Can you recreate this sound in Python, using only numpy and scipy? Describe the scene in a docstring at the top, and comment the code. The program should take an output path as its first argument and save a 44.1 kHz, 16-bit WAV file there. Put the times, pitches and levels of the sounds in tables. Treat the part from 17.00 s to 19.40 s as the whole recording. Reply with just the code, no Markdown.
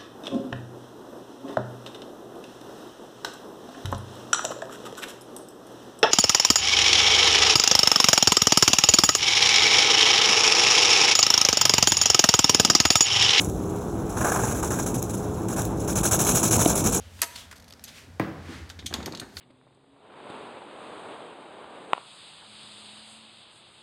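"""A steel tape measure is handled beside a wooden speaker cabinet in a quiet, fairly echoing room.
From the start, a sleeve and a tarpaulin rustle over a low rumble. The tape snaps home (0.2 s) as its
hook hits the plastic case, and the case then ticks in the hand (0.55-0.85 s). A loose board thumps,
rings and buzzes (1.2 s). Last, the steel blade is drawn out, clicking as it bends and taps the
cabinet, among soft knocks on the wood (1.7-2.4 s)."""
import sys
import numpy as np
from scipy import signal
from scipy.fft import rfft, irfft
from scipy.io import wavfile

SR = 44100
rng = np.random.default_rng(int(sys.argv[2]) if len(sys.argv) > 2 else 0)


def transcribe(signal):
    """Save signal, clipped to [-1, 1], as a 16-bit WAV file at the path in sys.argv[1]."""
    frames = np.atleast_2d(signal).T
    limited = np.clip(frames, -1, 1)
    pcm = np.round(limited * 32767).astype(np.int16)
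    wavfile.write(sys.argv[1], SR, pcm)


N = 105840
T = np.arange(N) / SR
HIT_T = T[:16384]  # time within one hit [s]

# pitches at which the plastic case rings (pitch [Hz], width [Hz], boost [dB])
CASE_RINGS = [(691, 144, 10), (946, 156, 7), (1280, 80, 6), (1850, 350, 5), (2500, 46, 7), (4470, 60, 3.5),
              (5450, 98, 2), (6160, 90, 11.5), (6850, 220, 7), (8100, 330, 8), (11000, 770, 1.5)]


def undb(db):
    """Turn decibels into a number to multiply by."""
    return 10 ** (np.asarray(db) / 20)


def unit(x):
    """Scale a signal so that its average power is 1."""
    return x / np.sqrt(np.mean(x ** 2))


def add(out, x, at_s):
    """Mix x into out from a given time."""
    i = int(np.clip(at_s * SR, 0, N - 1))
    out[i:i + len(x)] += x[:N - i]


def wander(rate):
    """A random drift of about 1 up or down, with `rate` new values a second."""
    values = rng.standard_normal(2048)
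    return np.interp(T * rate, np.arange(len(values)), values)


def fade(t, ring_s):
    """Die away by 60 dB in the ring time."""
    return np.exp(-np.log(1000) * t / ring_s)


def colour(x, tone, tilt=0, rings=()):
    """Shape x with a tone curve, a tilt (dB per octave, higher is brighter) and ringing peaks."""
    f = np.maximum(np.fft.rfftfreq(len(x), 1 / SR), 10)
    hz, db = np.array(tone).T
    db = np.interp(np.log(f), np.log(hz), db) + tilt * np.log2(np.clip(f, 100, 14000))
    for centre, width, boost in rings:
        db = db + boost / (1 + (2 * (f - centre) / width) ** 2)
    # build the filter so that it rings only after a hit, never before
    cepstrum = irfft(np.log(unit(undb(db))), len(x))
    cepstrum[1:len(x) // 2] *= 2
    cepstrum[len(x) // 2 + 1:] = 0
    return irfft(rfft(x) * np.exp(rfft(cepstrum)), len(x))


def rattle(decay_s, size=8192):
    """A dense run of tiny impacts that dies away."""
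    return rng.choice([-1., 1.], size) * np.exp(-T[:size] / decay_s)


def strike(decay_s, first_db):
    """One clean impact with a rattle of tiny ones behind it."""
    push = rattle(decay_s)
    push[0] = undb(first_db)
    return push


def air():
    """The still air of the room: a faint, steady, deep hush."""
    # tone of the hush (frequency [Hz], level [dB])
    tone = [(15, -39), (25, -1), (80, 5), (180, -4.5), (236, 1), (344, -13), (516, -7), (1230, -16),
            (1480, -12), (2550, -21), (5000, -21), (11600, -32), (16000, -39.5)]
    return undb(-53.5) * unit(colour(rng.standard_normal(N), tone))


def rumble():
    """Two low, drifting notes throb as they slip in and out of step."""
    # the low notes (pitch [Hz], width of the drift [Hz], relative level [dB])
    notes = [(73.9, 2, -2), (87.9, 2.85, 1.5)]
    # how the rumble swells and sinks (time [s], relative level [dB])
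    swells = [(0.0, -42), (0.02, -43), (0.19, -44.5), (0.35, -69), (0.44, -53), (0.98, -74), (1.09, -48),
              (1.57, -42), (1.6, -34.5), (1.65, -47), (2.02, -41), (2.23, -65), (2.4, -49.5)]
    boom = 0
    for hz, width, db in notes:
        gain = undb(db + 3.5 * wander(rate=14))
        pitch = hz + width / 2 * wander(rate=22)
        boom = boom + gain * np.sin(2 * np.pi * np.cumsum(pitch) / SR)
    swell_db = np.interp(T, *np.array(swells).T)
    return unit(boom) * undb(swell_db - 2.5)


def rustles():
    """Sleeve, tarpaulin and sliding blade rub, making a hiss that swells and fades with each move."""
    # moves (peak time [s], level [dB], rise [s], decay [s], tilt [dB/octave], rasp pitch [Hz])
    moves = [(.04, -56, 0.14, 0.13, 1.5, 3040), (0.206, -51.5, 0.067, 0.037, 6, 2800),
             (.361, -35, 0.0033, 0.0057, 2.5, 4450), (.39, -43, 0.056, 0.044, 3.5, 3380),
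             (0.883, -43, 0.0083, 0.023, 2, 3420), (0.981, -47, 0.063, 0.051, 2, 2280),
             (1.534, -43, 0.087, 0.094, -1.43, 1820), (2.0, -57, 0.11, 0.26, 0.5, 7000),
             (2.39, -45, 0.024, 0.062, 7.5, 4400)]
    # tone of the rubbing (frequency [Hz], level [dB])
    tone = [(100, 3), (500, -7), (1200, -1), (2200, 0), (4000, -1), (7000, -7), (12000, -16.5),
            (16000, -26.5)]
    rasp_width_hz, rasp_db = 1060, 6
    out = np.zeros(N)
    for at, db, rise, decay, tilt, hz in moves:
        swell = np.exp(-np.maximum((at - T) / rise, (T - at) / decay))
        hiss = rng.standard_normal(N) * undb(0.5 * wander(rate=200))
        out += undb(db) * swell * unit(colour(hiss, tone, tilt, [(hz, rasp_width_hz, rasp_db)]))
    return out


def wood_ring(scatter_db, tilt=0):
    """Struck wood rings with many notes; their mix varies at random, as if hit in a new spot."""
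    # notes of the board and cabinet (pitch [Hz], relative level [dB], ring time [s])
    notes = [(121, -2.5, 0.32), (159.4, -4, 0.46), (205.4, -5.5, 0.29), (271, 0, 0.22), (320.3, 0, 0.29),
             (407.3, -1.5, 0.2), (541, -8.5, 0.24), (769, -15, 0.39), (831, -17, 0.152), (923, -6.5, 0.14),
             (1014, 0.5, 0.066), (1185, -9.5, 0.079), (1260, -3.5, 0.077), (1750, -19, 0.38)]
    hz, db, ring_s = np.array(notes).T[:, :, None]
    gain = undb(db + scatter_db * rng.standard_normal(hz.shape) + tilt * np.log2(hz / hz.mean()))
    direction = (-1) ** np.arange(len(notes))[:, None]  # neighbouring notes swing opposite ways
    return np.sum(direction * gain * np.sin(2 * np.pi * hz * HIT_T) * fade(HIT_T, ring_s), axis=0)


def knocks():
    """Dull, scuffing touches lightly ring the wood, each spot with its own hollow note."""
    # touches (time [s], level [dB], decay [s], tilt [dB/octave], pitch of the spot [Hz])
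    touches = [(.191, -41, 0.0033, 5.5, 2600), (.5125, -40, 0.0082, 8.5, 1510),
               (.526, -40.5, 0.0072, 7, 1380), (1.036, -48.5, .01, -2, 330), (1.068, -49, 0.02, -7.5, 270),
               (1.484, -37.5, 0.029, -1.5, 320), (1.70, -40.5, 0.0069, 6, 1400),
               (1.826, -42.5, .003, 1, 1100), (1.843, -40.5, .01, -6.5, 280),
               (1.908, -36.5, 0.013, -2.5, 700), (1.927, -30.5, .0044, 1.5, 1870),
               (1.941, -33.5, 0.028, 1.5, 980), (1.984, -31.5, 0.013, -3, 340),
               (2.002, -33.5, 0.014, .5, 900), (2.034, -37.5, .011, -1.5, 300),
               (2.066, -33, 0.0089, -2, 1110), (2.077, -29, 0.0087, -2, 750),
               (2.113, -33.5, 0.018, -5, 300), (2.133, -36, 0.014, 0.5, 1050),
               (2.216, -36, 0.023, -1.5, 1610), (2.371, -41, .008, 8, 1480)]
    # tone of a scuff (frequency [Hz], level [dB])
    tone = [(60, -30.5), (140, -11.5), (230, 4), (400, -3.5), (600, -7.5), (1000, -8.5), (1800, -11),
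            (3000, -20.5), (8000, -37), (16000, -57)]
    spot_width_hz, spot_db = 380, 6
    out = np.zeros(N)
    for at, db, decay, tilt, hz in touches:
        scuff = colour(rattle(decay, size=len(HIT_T)), tone, tilt, [(hz, spot_width_hz, spot_db)])
        ring = undb(-21) * wood_ring(scatter_db=1, tilt=tilt)
        add(out, undb(db) * (scuff + ring), at)
    return out


def through_board(x):
    """A bend travels through the board as a wave: high notes arrive first, low notes later."""
    travel_s = 0.00221  # at 1000 Hz
    f = np.fft.rfftfreq(len(x), 1 / SR)
    return irfft(rfft(x) * np.exp(-4j * np.pi * travel_s * np.sqrt(1000 * f)), len(x))


def board_thump():
    """An edge cracks down, the blow sweeps through the wood, and the loose board rings and buzzes."""
    # tone of the thump (frequency [Hz], level [dB])
    thump_tone = [(50, -28), (110, -8.5), (190, 7.5), (290, -1), (480, 0), (680, -0.5), (1050, -6.5),
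                  (1450, -14), (2000, -9), (3400, -27.5), (8000, -41.5), (16000, -40)]
    # tone of the buzz (frequency [Hz], level [dB])
    buzz_tone = [(300, -17), (1200, 9.5), (2000, 5), (3500, -5.5), (6000, -14), (9000, -25), (12000, -22),
                 (16000, -22)]
    thump_s, lag_s = 1.1968, 0.001197
    crack = undb(-25.5) * colour(rattle(decay_s=0.002), thump_tone, tilt=4)
    blow = undb(6) * colour(signal.unit_impulse(len(HIT_T)), thump_tone, tilt=-1)
    slap = undb(-24.5) * colour(rattle(decay_s=0.013, size=len(HIT_T)), thump_tone)
    ring = undb(-30.5) * wood_ring(scatter_db=2)
    buzz = undb(-38) * colour(rattle(decay_s=0.086, size=N), buzz_tone)
    out = np.zeros(N)
    add(out, crack, thump_s)
    add(out, through_board(blow), thump_s)
    add(out, through_board(slap) + ring, thump_s + lag_s)
    add(out, buzz, thump_s + lag_s)
    return out


def case_ticks():
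    """The case and its lock tick and jiggle as they turn in the hand."""
    # ticks (time [s], level [dB], decay [s], tilt [dB/octave], pitch of the touched part [Hz])
    ticks = [(.679, -43, .0014, -7.5, 5080), (0.701, -45, 0.0015, 0.5, 5200),
             (.7070, -37, 0.0015, -3, 3400), (.725, -36.5, 0.0018, -3.5, 5330),
             (0.7368, -41, 0.0015, -1, 5130), (.795, -43, 0.0019, -6, 5300),
             (.8395, -32, 0.0038, 4.5, 7200), (.845, -39.5, 0.01, 1, 6260)]
    # tone of a tick (frequency [Hz], level [dB])
    tone = [(300, -26), (2000, -4), (3300, 0), (4400, 4), (7000, -6), (9700, -7), (12500, -2.5),
            (13800, -25), (16000, -27)]
    part_width_hz, part_db = 800, 10.5
    jiggle_s, spread_s, jiggle_db = 0.62, 0.075, -50
    out = np.zeros(N)
    for at, db, decay, tilt, hz in ticks:
        rings = CASE_RINGS + [(hz, part_width_hz, part_db)]
        add(out, undb(db) * colour(strike(decay, first_db=1), tone, tilt, rings), at)
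    for shift, extra_db in rng.uniform(-1, 1, size=(14, 2)):
        tiny_tick = colour(rattle(decay_s=0.0033, size=2048), tone, rings=CASE_RINGS)
        add(out, undb(jiggle_db + extra_db) * tiny_tick, jiggle_s + spread_s * shift)
    return out


def blade_song():
    """The steel strip rings on with thin, high notes that waver as it bends."""
    # lasting notes of the blade (pitch [Hz], relative level [dB], ring time [s])
    notes = [(3540, -37, .1), (6700, -32, 0.43), (6960, -29, 0.38)]
    song = 0
    for hz, db, ring_s in notes:
        pitch = hz * (1 + 0.015 * wander(rate=150)[:len(HIT_T)])
        song = song + undb(db) * np.sin(2 * np.pi * np.cumsum(pitch) / SR) * fade(HIT_T, ring_s)
    return song


def blade_clicks():
    """The curved steel strip buckles or taps with a click, then shivers and sings briefly."""
    # clicks (time [s], level [dB], decay [s], tilt [dB/octave], pitch of the bent part [Hz])
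    clicks = [(1.6922, -45, 0.0049, 3, 3650), (1.7003, -32, 0.00097, -0.5, 3380),
              (1.7904, -37, 0.013, -6, 3550), (1.860, -35, 0.0037, 0, 3360),
              (1.863, -24.5, 0.0021, 2.5, 6100), (1.8658, -23, 0.0014, 0, 3400),
              (1.9393, -20, .0026, -0.5, 3400), (2.028, -37.5, 0.0044, -5, 4200),
              (2.0596, -26.5, 0.003, -1.5, 12100), (2.123, -35.5, 0.0032, -3, 4200),
              (2.1498, -31.5, 0.0031, -2.5, 4120), (2.1736, -32, 0.0018, -3.5, 4200),
              (2.1977, -28.5, 0.0025, -5, 4200), (2.1996, -35, 0.004, 8, 8800),
              (2.3689, -29, 0.0027, -3.5, 4500)]
    # tone of a click (frequency [Hz], level [dB])
    tone = [(200, -14), (900, -17), (2000, -5.5), (3500, 0), (5000, 0), (7000, -2.5), (9500, -9.5),
            (13000, -14.5), (16000, -31)]
    # pitches at which every click rings (pitch [Hz], width [Hz], boost [dB])
    steel_rings = [(3700, 120, 3), (4400, 410, 3.5), (5400, 160, -2), (6520, 240, 7.5), (8400, 370, 4.5),
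                   (12300, 1500, 3)]
    bend_width_hz, bend_db = 950, 9.5
    full_song_db, song_slope = -19, 2.3  # the song loses 2.3 dB for each dB a click is softer
    out = np.zeros(N)
    for at, db, decay, tilt, hz in clicks:
        click = strike(decay, first_db=4.5)
        shiver = undb(-10.5) * rattle(decay_s=0.013)
        rings = steel_rings + [(hz, bend_width_hz, bend_db)]
        add(out, undb(db) * colour(click + shiver, tone, tilt, rings), at)
        song_db = full_song_db + song_slope * (db - full_song_db)
        add(out, undb(song_db) * blade_song(), at)
    return out


def tape_snap():
    """The hook at the end of the tape slams into the plastic case and bounces."""
    # hits of the hook (time [s], level [dB], decay [s], tilt [dB/octave])
    hits = [(0.2174, -16.5, 0.0029, 3.5), (.2187, -10, 0.0015, 4.5), (0.2219, -26.5, 0.0054, -3.5),
            (.2245, -21.5, 0.0057, -2), (0.2279, -22.5, 0.0034, 2), (0.2317, -24.5, 0.0093, -2),
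            (0.24, -33.5, 0.0092, 1.5)]
    # tone of the snap (frequency [Hz], level [dB])
    tone = [(88, -43), (150, -22), (361, -15.5), (675, -14.5), (805, -17), (941, -8.5), (1140, -9.5),
            (1900, -4.5), (3420, -6.5), (4490, -4), (8230, -6.5), (11900, -6), (16000, -26)]
    out = np.zeros(N)
    for at, db, decay, tilt in hits:
        add(out, undb(db) * colour(strike(decay, first_db=5.5), tone, tilt, CASE_RINGS), at)
    return out


def room_echo(x):
    """The room returns a smooth echo that builds quickly; its high notes die first."""
    # the echo from low to high (frequency [Hz], ring time [s], level [dB])
    bands = [(101, 1.0, -3), (200, 1.03, -4.5), (423, 1.03, -5.5), (1000, 0.98, -7), (2130, 0.54, -9),
             (4700, 0.534, -16), (8900, 0.44, -14), (15000, .31, -14)]
    build_s = 0.0092
    log_f = np.log(np.fft.rfftfreq(N, 1 / SR) + 1)
    centres = np.log(np.array(bands)[:, 0])
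    noise = rfft(rng.standard_normal(N))
    echo = 0
    for share, (_, ring_s, db) in zip(np.eye(len(bands)), bands):
        band = irfft(noise * np.interp(log_f, centres, share), N)
        shape = fade(T, ring_s) * (1 - np.exp(-T / build_s))
        echo = echo + undb(db) * band * shape / np.sqrt(np.sum(shape ** 2))
    return signal.fftconvolve(x, echo)[:N]


def scene():
    """All the handling and its echo, over the rumble and the still air."""
    case = tape_snap() + case_ticks()
    others = blade_clicks() + board_thump() + knocks() + rustles()
    echo = room_echo(undb(-3) * case + others)  # the case is held close, so it echoes less
    return (air() + rumble() + echo + others + case)[None]


def record(dry):
    """Filters thin the deepest bass and cut the very highest sounds."""
    low_cut = signal.butter(4, 54.6, "high", fs=SR, output="sos")
    high_cut = signal.ellip(10, .2, 80, 15900, fs=SR, output="sos")
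    return signal.sosfilt(high_cut, signal.sosfilt(low_cut, dry))


dry = scene()
out = record(dry)
transcribe(out)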